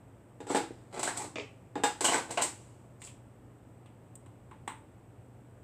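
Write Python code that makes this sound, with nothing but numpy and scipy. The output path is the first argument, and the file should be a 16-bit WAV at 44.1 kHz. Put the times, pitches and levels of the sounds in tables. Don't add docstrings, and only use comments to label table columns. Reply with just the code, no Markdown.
import sys
import numpy as np
from scipy import signal
from scipy.fft import rfft, irfft, next_fast_len
from scipy.io import wavfile
from scipy.ndimage import uniform_filter1d

SR = 44100
rng = np.random.default_rng(int(sys.argv[2]) if len(sys.argv) > 2 else 0)


def persist_wave(psi):
    counts = np.round(np.clip(psi, -1, 1) * 32767).astype(np.int16)
    wavfile.write(sys.argv[1], SR, np.atleast_2d(counts).T)


N = 248635
RING_TIME = np.arange(3 * SR // 5) / SR
PLAIN_BLOW_DB = -35


# start in seconds, strength in dB, edge in dB (a steel point adds treble, padding loses it).
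BED_KNOCKS = [(0.404, -49, 3), (0.468, -49.5, 8.5), (0.502, -35, -16), (0.547, -27, -13), (0.559, -29, 1.5),
              (0.706, -59, -25), (1.755, -35.5, -7), (1.776, -45, -4.5), (1.836, -25, 8),
              (2.008, -42.5, -15), (2.086, -41, -11.5), (2.150, -41, -8)]
# frequency in Hz, relative level in dB, 60 dB decay (t60) in seconds.
BED_KNOCK_TONES = [(276.5,-1.5,0.171), (383,-5,0.11), (473,-4.5,0.27), (830.7,3,0.24), (1210,-12,0.2),
                   (1653,-10,0.27), (1950,-28.5,0.4), (2810,-16,0.29), (3650,-9.5,0.23), (3920,-20.5,0.11),
                   (4800,-19.5,.19), (5044,-16,0.33), (5900,-24.5,0.37), (6630,-24.5,.2), (7340,-15.5,.27),
                   (7700,-10,0.28), (8500,-14.5,0.26)]
# frequency in Hz, gain in dB.
BED_CLATTER = [(120,-14), (220,-12.5), (290,2), (480,0.5), (620,-7), (850,-1.5), (1120,-13), (1600,-10.5),
               (2300,-15.5), (3600,-14.5), (5600,-23), (7900,-8.5), (10500,-28), (15500,-41.5)]
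BED_BALANCE = [-1.5, -0.5, -8.5, -15, 0.47]

def bed_knocks():
    return strikes(BED_KNOCKS, BED_KNOCK_TONES, BED_CLATTER, BED_BALANCE, room_db=3.0, tail_per_edge=0.55,
                   ring_db=-17.0, ring_growth=0.15, crack_db=2.5, crack_t60=0.044)


# start in seconds, strength in dB, edge in dB.
TOOL_KNOCKS = [(0.973, -44, -11.5), (0.994, -48, 10), (1.030, -39, 8), (1.075, -38, -2), (1.167, -68, 22),
               (1.174, -55.5, 21.5), (1.243, -55, 6.5), (2.008, -39, 8), (2.045, -35.5, 9.5),
               (2.052, -37, 6.5), (2.086, -30.5, -14.5), (2.121, -31, -5), (2.150, -34, -11),
               (2.308, -47, 9.5), (2.374, -28.5, -10), (2.415, -45, 7), (2.421, -40.5, 15.5)]
# frequency in Hz, relative level in dB, t60 in seconds.
TOOL_KNOCK_TONES = [(375,-8.5,0.073), (548,-9,0.18), (697,3.5,0.13), (759,-8,0.21), (797,-2,0.057),
                    (900,2,0.085), (1032,-7,.2), (1503,-7,0.28), (1770,-17.5,0.071), (2800,-14.5,0.141),
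                    (3010,-11,0.22), (7660,-8,0.28), (7470,-5,.22), (8250,-8.5,.23), (8230,-4,0.24),
                    (8700,-13.5,0.067)]
# frequency in Hz, gain in dB.
TOOL_CLATTER = [(120,-16.5), (220,-14.5), (300,-6), (560,-2), (930,1), (1200,-5), (1550,-6.5), (2300,-6.5),
                (3000,-12.5), (3600,-10.5), (6000,-13.5), (8000,-2.5), (11500,-27.5), (15500,-37.5)]
# Thud, knock, clack and tick in relative dB, then thud growth in dB per dB.
TOOL_BALANCE = [-5.5, -0.5, -4, -3, 0.03]

def tool_knocks():
    return strikes(TOOL_KNOCKS, TOOL_KNOCK_TONES, TOOL_CLATTER, TOOL_BALANCE, room_db=2.0,
                   tail_per_edge=-0.3, ring_db=-16.5, ring_growth=0.11, crack_db=4.5, crack_t60=0.014)


# start in seconds, length in seconds, strength in dB, edge in dB.
TOOL_SLIDES = [(0.474, 0.071, -41.5, -1), (0.528, 0.072, -35, -3.5), (0.908, 0.16, -46, -6.5),
               (1.004, 0.14, -45, 5.5), (1.120, 0.16, -47.5, 1.5), (2.022, .1, -38, 7),
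               (2.099, .11, -32.5, 0), (2.254, .11, -48, -9.5), (2.36, 0.11, -39, -10),
               (2.989, 0.13, -69, 21)]
# Thud, knock, clack and tick in relative dB, then thud growth in dB per dB.
SLIDE_BALANCE = [-2.5, 0, -2.5, 0, .5]

def tool_slides(catches_per_s, unevenness_db, peak_share, swell):
    out, tail = np.zeros(N), room_tail()
    for start, length, strength_db, edge_db in TOOL_SLIDES:
        progress = np.linspace(0, 1, round(length * SR))
        pressure = np.interp(progress, [0, peak_share, 1], [0, 1, 0]) ** swell
        caught = rng.random(N) < catches_per_s / SR
        sizes_db = unevenness_db * np.minimum(rng.exponential(1, N), 3)
        catches = caught * from_db(sizes_db) * rng.choice([-1, 1], N)
        blow = impulse_response(TOOL_KNOCK_TONES, TOOL_CLATTER, tail, room_db=0.5, ring_db=-22.0,
                                crack_db=10.5, crack_t60=0.011)
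        scrape = signal.fftconvolve(pressure * catches[:len(pressure)], blow)
        add(out, start, weigh(scrape, SLIDE_BALANCE, strength_db, edge_db))
    return out


# start in seconds, pitch in Hz, bandwidth in Hz, level in dB.
STEEL_CLINKS = [(1.075, 1560, 450, -37.5), (1.190, 830, 89, -41.5), (2.05, 3010, 260, -32.5),
                (2.139, 1536, 140, -36), (2.373, 2860, 421, -38), (3.018, 2700, 1400, -56),
                (3.073, 2800, 1400, -58), (3.86, 2800, 1000, -68.5)]

def steel_clinks(room_db, crack_t60):
    out = np.zeros(N)
    for start, hz, width_hz, level_db in STEEL_CLINKS:
        blow = noise_burst(crack_t60) + from_db(room_db) * room_tail()
        clink = band(blow, hz - width_hz / 2, hz + width_hz / 2)
        add(out, start, from_db(level_db) * clink / np.sqrt(loudest_power(clink)))
    return out


# frequency in Hz, relative level in dB, t60 in seconds.
LEVER_TONES = [(319,-2,0.11), (408,-4,.25), (2035,-10.5,0.28), (2490,-17,0.11), (2740,-20,0.18),
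               (3042,-16,0.41), (3520,5,0.025), (4600,-13,0.18), (5170,-17,0.14)]
# frequency in Hz, gain in dB.
LEVER_CLATTER = [(110, -63), (180, -20.5), (311, -2), (353, -19), (409, 4.5), (668, 2.5), (719, -9.5),
                 (1200, -8.5), (1540, -19.5), (2480, -5), (4130, -21.5), (7540, -18), (14000, -72)]
# Thud, knock, clack and tick in relative dB, then thud growth in dB per dB.
LEVER_BALANCE = [1, -4.5, 2, -10, 1]

def lever_clack(start_s, hits, first_gap_s, gap_ratio, strength_db, loss_db, edge_db):
    bounces = []
    for k in range(hits):
        delay = first_gap_s * np.sum(gap_ratio ** np.arange(k))
        bounces.append((start_s + delay, strength_db - loss_db * k, edge_db))
    return strikes(bounces, LEVER_TONES, LEVER_CLATTER, LEVER_BALANCE, room_db=-4.5, tail_per_edge=0,
                   ring_db=-19.0, ring_growth=0, crack_db=8.0, crack_t60=0.008)


# start in seconds, strength in dB, edge in dB.
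SNIP_TICKS = [(3.018, -64.5, 19.5), (3.073, -66, 19), (3.859, -67.5, 3), (4.154, -86, 42),
              (4.261, -65, 4.5), (4.512, -51.5, -13.5), (4.677, -39.5, 0)]
# frequency in Hz, relative level in dB, t60 in seconds.
SNIP_TICK_TONES = [(834,-5.5,0.096), (880,-10,0.39), (1010,-5,0.19), (1115,-2,0.084), (2060,-10,0.16),
                   (3220,-11.5,0.083), (3450,-39,0.14), (7160,-28,0.08)]
# frequency in Hz, gain in dB.
SNIP_CLATTER = [(120,-26), (280,-7), (630,-24), (930,-7.5), (1550,-15), (2000,-11), (2450,-15), (3300,-20),
                (3900,-24), (4600,-40.5), (6200,-40), (8350,-21.5), (11000,-51.5), (15500,-47)]
# Thud, knock, clack and tick in relative dB, then thud growth in dB per dB.
SNIP_BALANCE = [-9.5, 1, -6.5, -7, 0.96]

def snip_ticks():
    return strikes(SNIP_TICKS, SNIP_TICK_TONES, SNIP_CLATTER, SNIP_BALANCE, room_db=-1.5,
                   tail_per_edge=-0.25, ring_db=-21.0, ring_growth=-0.2, crack_db=7.5, crack_t60=0.032)


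def strikes(rows, tones, spectrum, balance, room_db, tail_per_edge, ring_db, ring_growth,
            crack_db, crack_t60):
    out, tail = np.zeros(N), room_tail()
    for start, strength_db, edge_db in rows:
        tail_db = room_db + tail_per_edge * edge_db
        ringing_db = ring_db + ring_growth * (strength_db - PLAIN_BLOW_DB)
        blow = impulse_response(tones, spectrum, tail, tail_db, ringing_db, crack_db, crack_t60)
        add(out, start, weigh(blow, balance, strength_db, edge_db))
    return out


def impulse_response(tones, spectrum, tail, room_db, ring_db, crack_db, crack_t60):
    crack = from_db(crack_db) * noise_burst(crack_t60)
    clatter = colour(crack + from_db(room_db) * tail, spectrum)
    strengths = rng.uniform(0.7, 1.3, len(tones)) * rng.choice([-1, 1], len(tones))
    ring = sum(strength * from_db(db) * np.sin(2 * np.pi * hz * RING_TIME) * decay(t60)
               for (hz, db, t60), strength in zip(tones, strengths))
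    return clatter + from_db(ring_db + room_db) * ring


REGISTER_LIMITS = [200, 550, 1300, 4500, 12000]
EDGE_SHARE = [-0.26, 0.1, 0.31, 0.98]

def weigh(sound, balance, strength_db, edge_db):
    *plain_db, thud_growth = balance
    growth = np.array([thud_growth, 1, 1, 1])
    force_db = growth * (strength_db - PLAIN_BLOW_DB)
    levels_db = PLAIN_BLOW_DB + np.array(plain_db) + force_db + edge_db * np.array(EDGE_SHARE)
    gains = []
    for low, high, level_db in zip(REGISTER_LIMITS, REGISTER_LIMITS[1:], levels_db):
        band_db = 10 * np.log10(loudest_power(band(sound, low, high)))
        gains.append((np.sqrt(low * high), level_db - band_db))
    return colour(sound, gains)


def radiated(x, lowest_hz):
    return signal.sosfilt(signal.butter(3, lowest_hz, "high", fs=SR, output="sos"), x)


# frequency in Hz, reverberation time in seconds.
ROOM_T60 = [(200, 0.39), (500, 0.21), (1200, 0.3), (3000, 0.3), (8000, 0.27), (14000, 0.29)]

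def room_tail(late_db=-24, late_t60=1):
    size = len(RING_TIME)
    white = rfft(rng.standard_normal(size))
    hz = np.arange(len(white)) * SR / size
    octave = np.round(np.log2(np.clip(hz, 2 ** 8, 2 ** 14)))
    early = sum(irfft(white * (octave == k), size) * decay(at_hz(ROOM_T60, 2 ** k))
                for k in np.unique(octave))
    return early + from_db(late_db) * noise_burst(late_t60)


# frequency in Hz, relative spectral density in dB.
RUMBLE_SPECTRUM = [(20,-29), (40,-21), (60,-9), (80,-14.5), (96,-0.5), (118,-5.5), (150,-10), (280,-11),
                   (420,-16), (520,-16.5), (800,-21.5), (1600,-31.5), (3000,-39.5), (4000,-64)]
HISS_SPECTRUM = [(1760, -33.5), (3000, -13), (3310, -4), (4350, -10), (6170, -11), (7000, -7), (8250, 5),
                 (8800, -9.5), (10000, -13), (10750, -8.5), (11300, -10.5), (15500, -14.5)]
# frequency in Hz, RMS level in dB.
MAINS_HUM = [(120, -59.5)]

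def quiet_room(rumble_db, hiss_db):
    t = np.arange(N) / SR
    rumble = from_db(rumble_db) * rms_one(colour(rng.standard_normal(N), RUMBLE_SPECTRUM))
    hiss = from_db(hiss_db) * rms_one(colour(rng.standard_normal(N), HISS_SPECTRUM))
    hum = sum(np.sqrt(2) * from_db(db) * np.sin(2 * np.pi * (hz * t + rng.random()))
              for hz, db in MAINS_HUM)
    return rumble + hiss + hum


def from_db(db):
    return 10 ** (np.asarray(db) / 20)


def rms_one(x):
    return x / np.sqrt(np.mean(x ** 2) + 1e-20)


def loudest_power(x):
    return uniform_filter1d(x ** 2, SR // 40, mode="constant").max()


def decay(t60):
    return np.exp(-np.log(1000) * RING_TIME / t60)


def noise_burst(t60):
    return rng.standard_normal(len(RING_TIME)) * decay(t60)


def at_hz(points, hz):
    known_hz, values = np.transpose(points)
    return np.interp(np.log(np.maximum(hz, 1)), np.log(known_hz), values)


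def band(x, low, high):
    return signal.sosfilt(signal.butter(2, [low, high], "band", fs=SR, output="sos"), x)


def colour(x, spectrum):
    size = 2 * next_fast_len(len(x) // 2 + SR // 20)
    hz = np.arange(size // 2 + 1) * SR / size
    cepstrum = irfft(np.log(from_db(at_hz(spectrum, hz))))
    cepstrum[1:size // 2] *= 2
    cepstrum[size // 2 + 1:] = 0
    return irfft(rfft(x, size) * np.exp(rfft(cepstrum)))[:len(x)]


def add(track, start_s, sound):
    start = round(start_s * SR)
    track[start:start + len(sound)] += sound[:N - start]


def scene():
    knocks = bed_knocks() + tool_knocks()
    clinks = steel_clinks(room_db=-3.0, crack_t60=0.05)
    lever = lever_clack(start_s=1.357, hits=3, first_gap_s=0.027, gap_ratio=0.52,
                        strength_db=-42.5, loss_db=2, edge_db=-1.5)
    snips = snip_ticks()
    slides = tool_slides(catches_per_s=500, unevenness_db=5.0, peak_share=0.38, swell=1.1)
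    contacts = radiated(knocks + clinks + lever + snips + slides, lowest_hz=134)
    return (contacts + quiet_room(rumble_db=-55.5, hiss_db=-76.5))[None]


def record(dry):
    return signal.sosfilt(signal.ellip(10, 0.2, 70, 15500, fs=SR, output="sos"), dry)


dry = scene()
out = record(dry)
persist_wave(out)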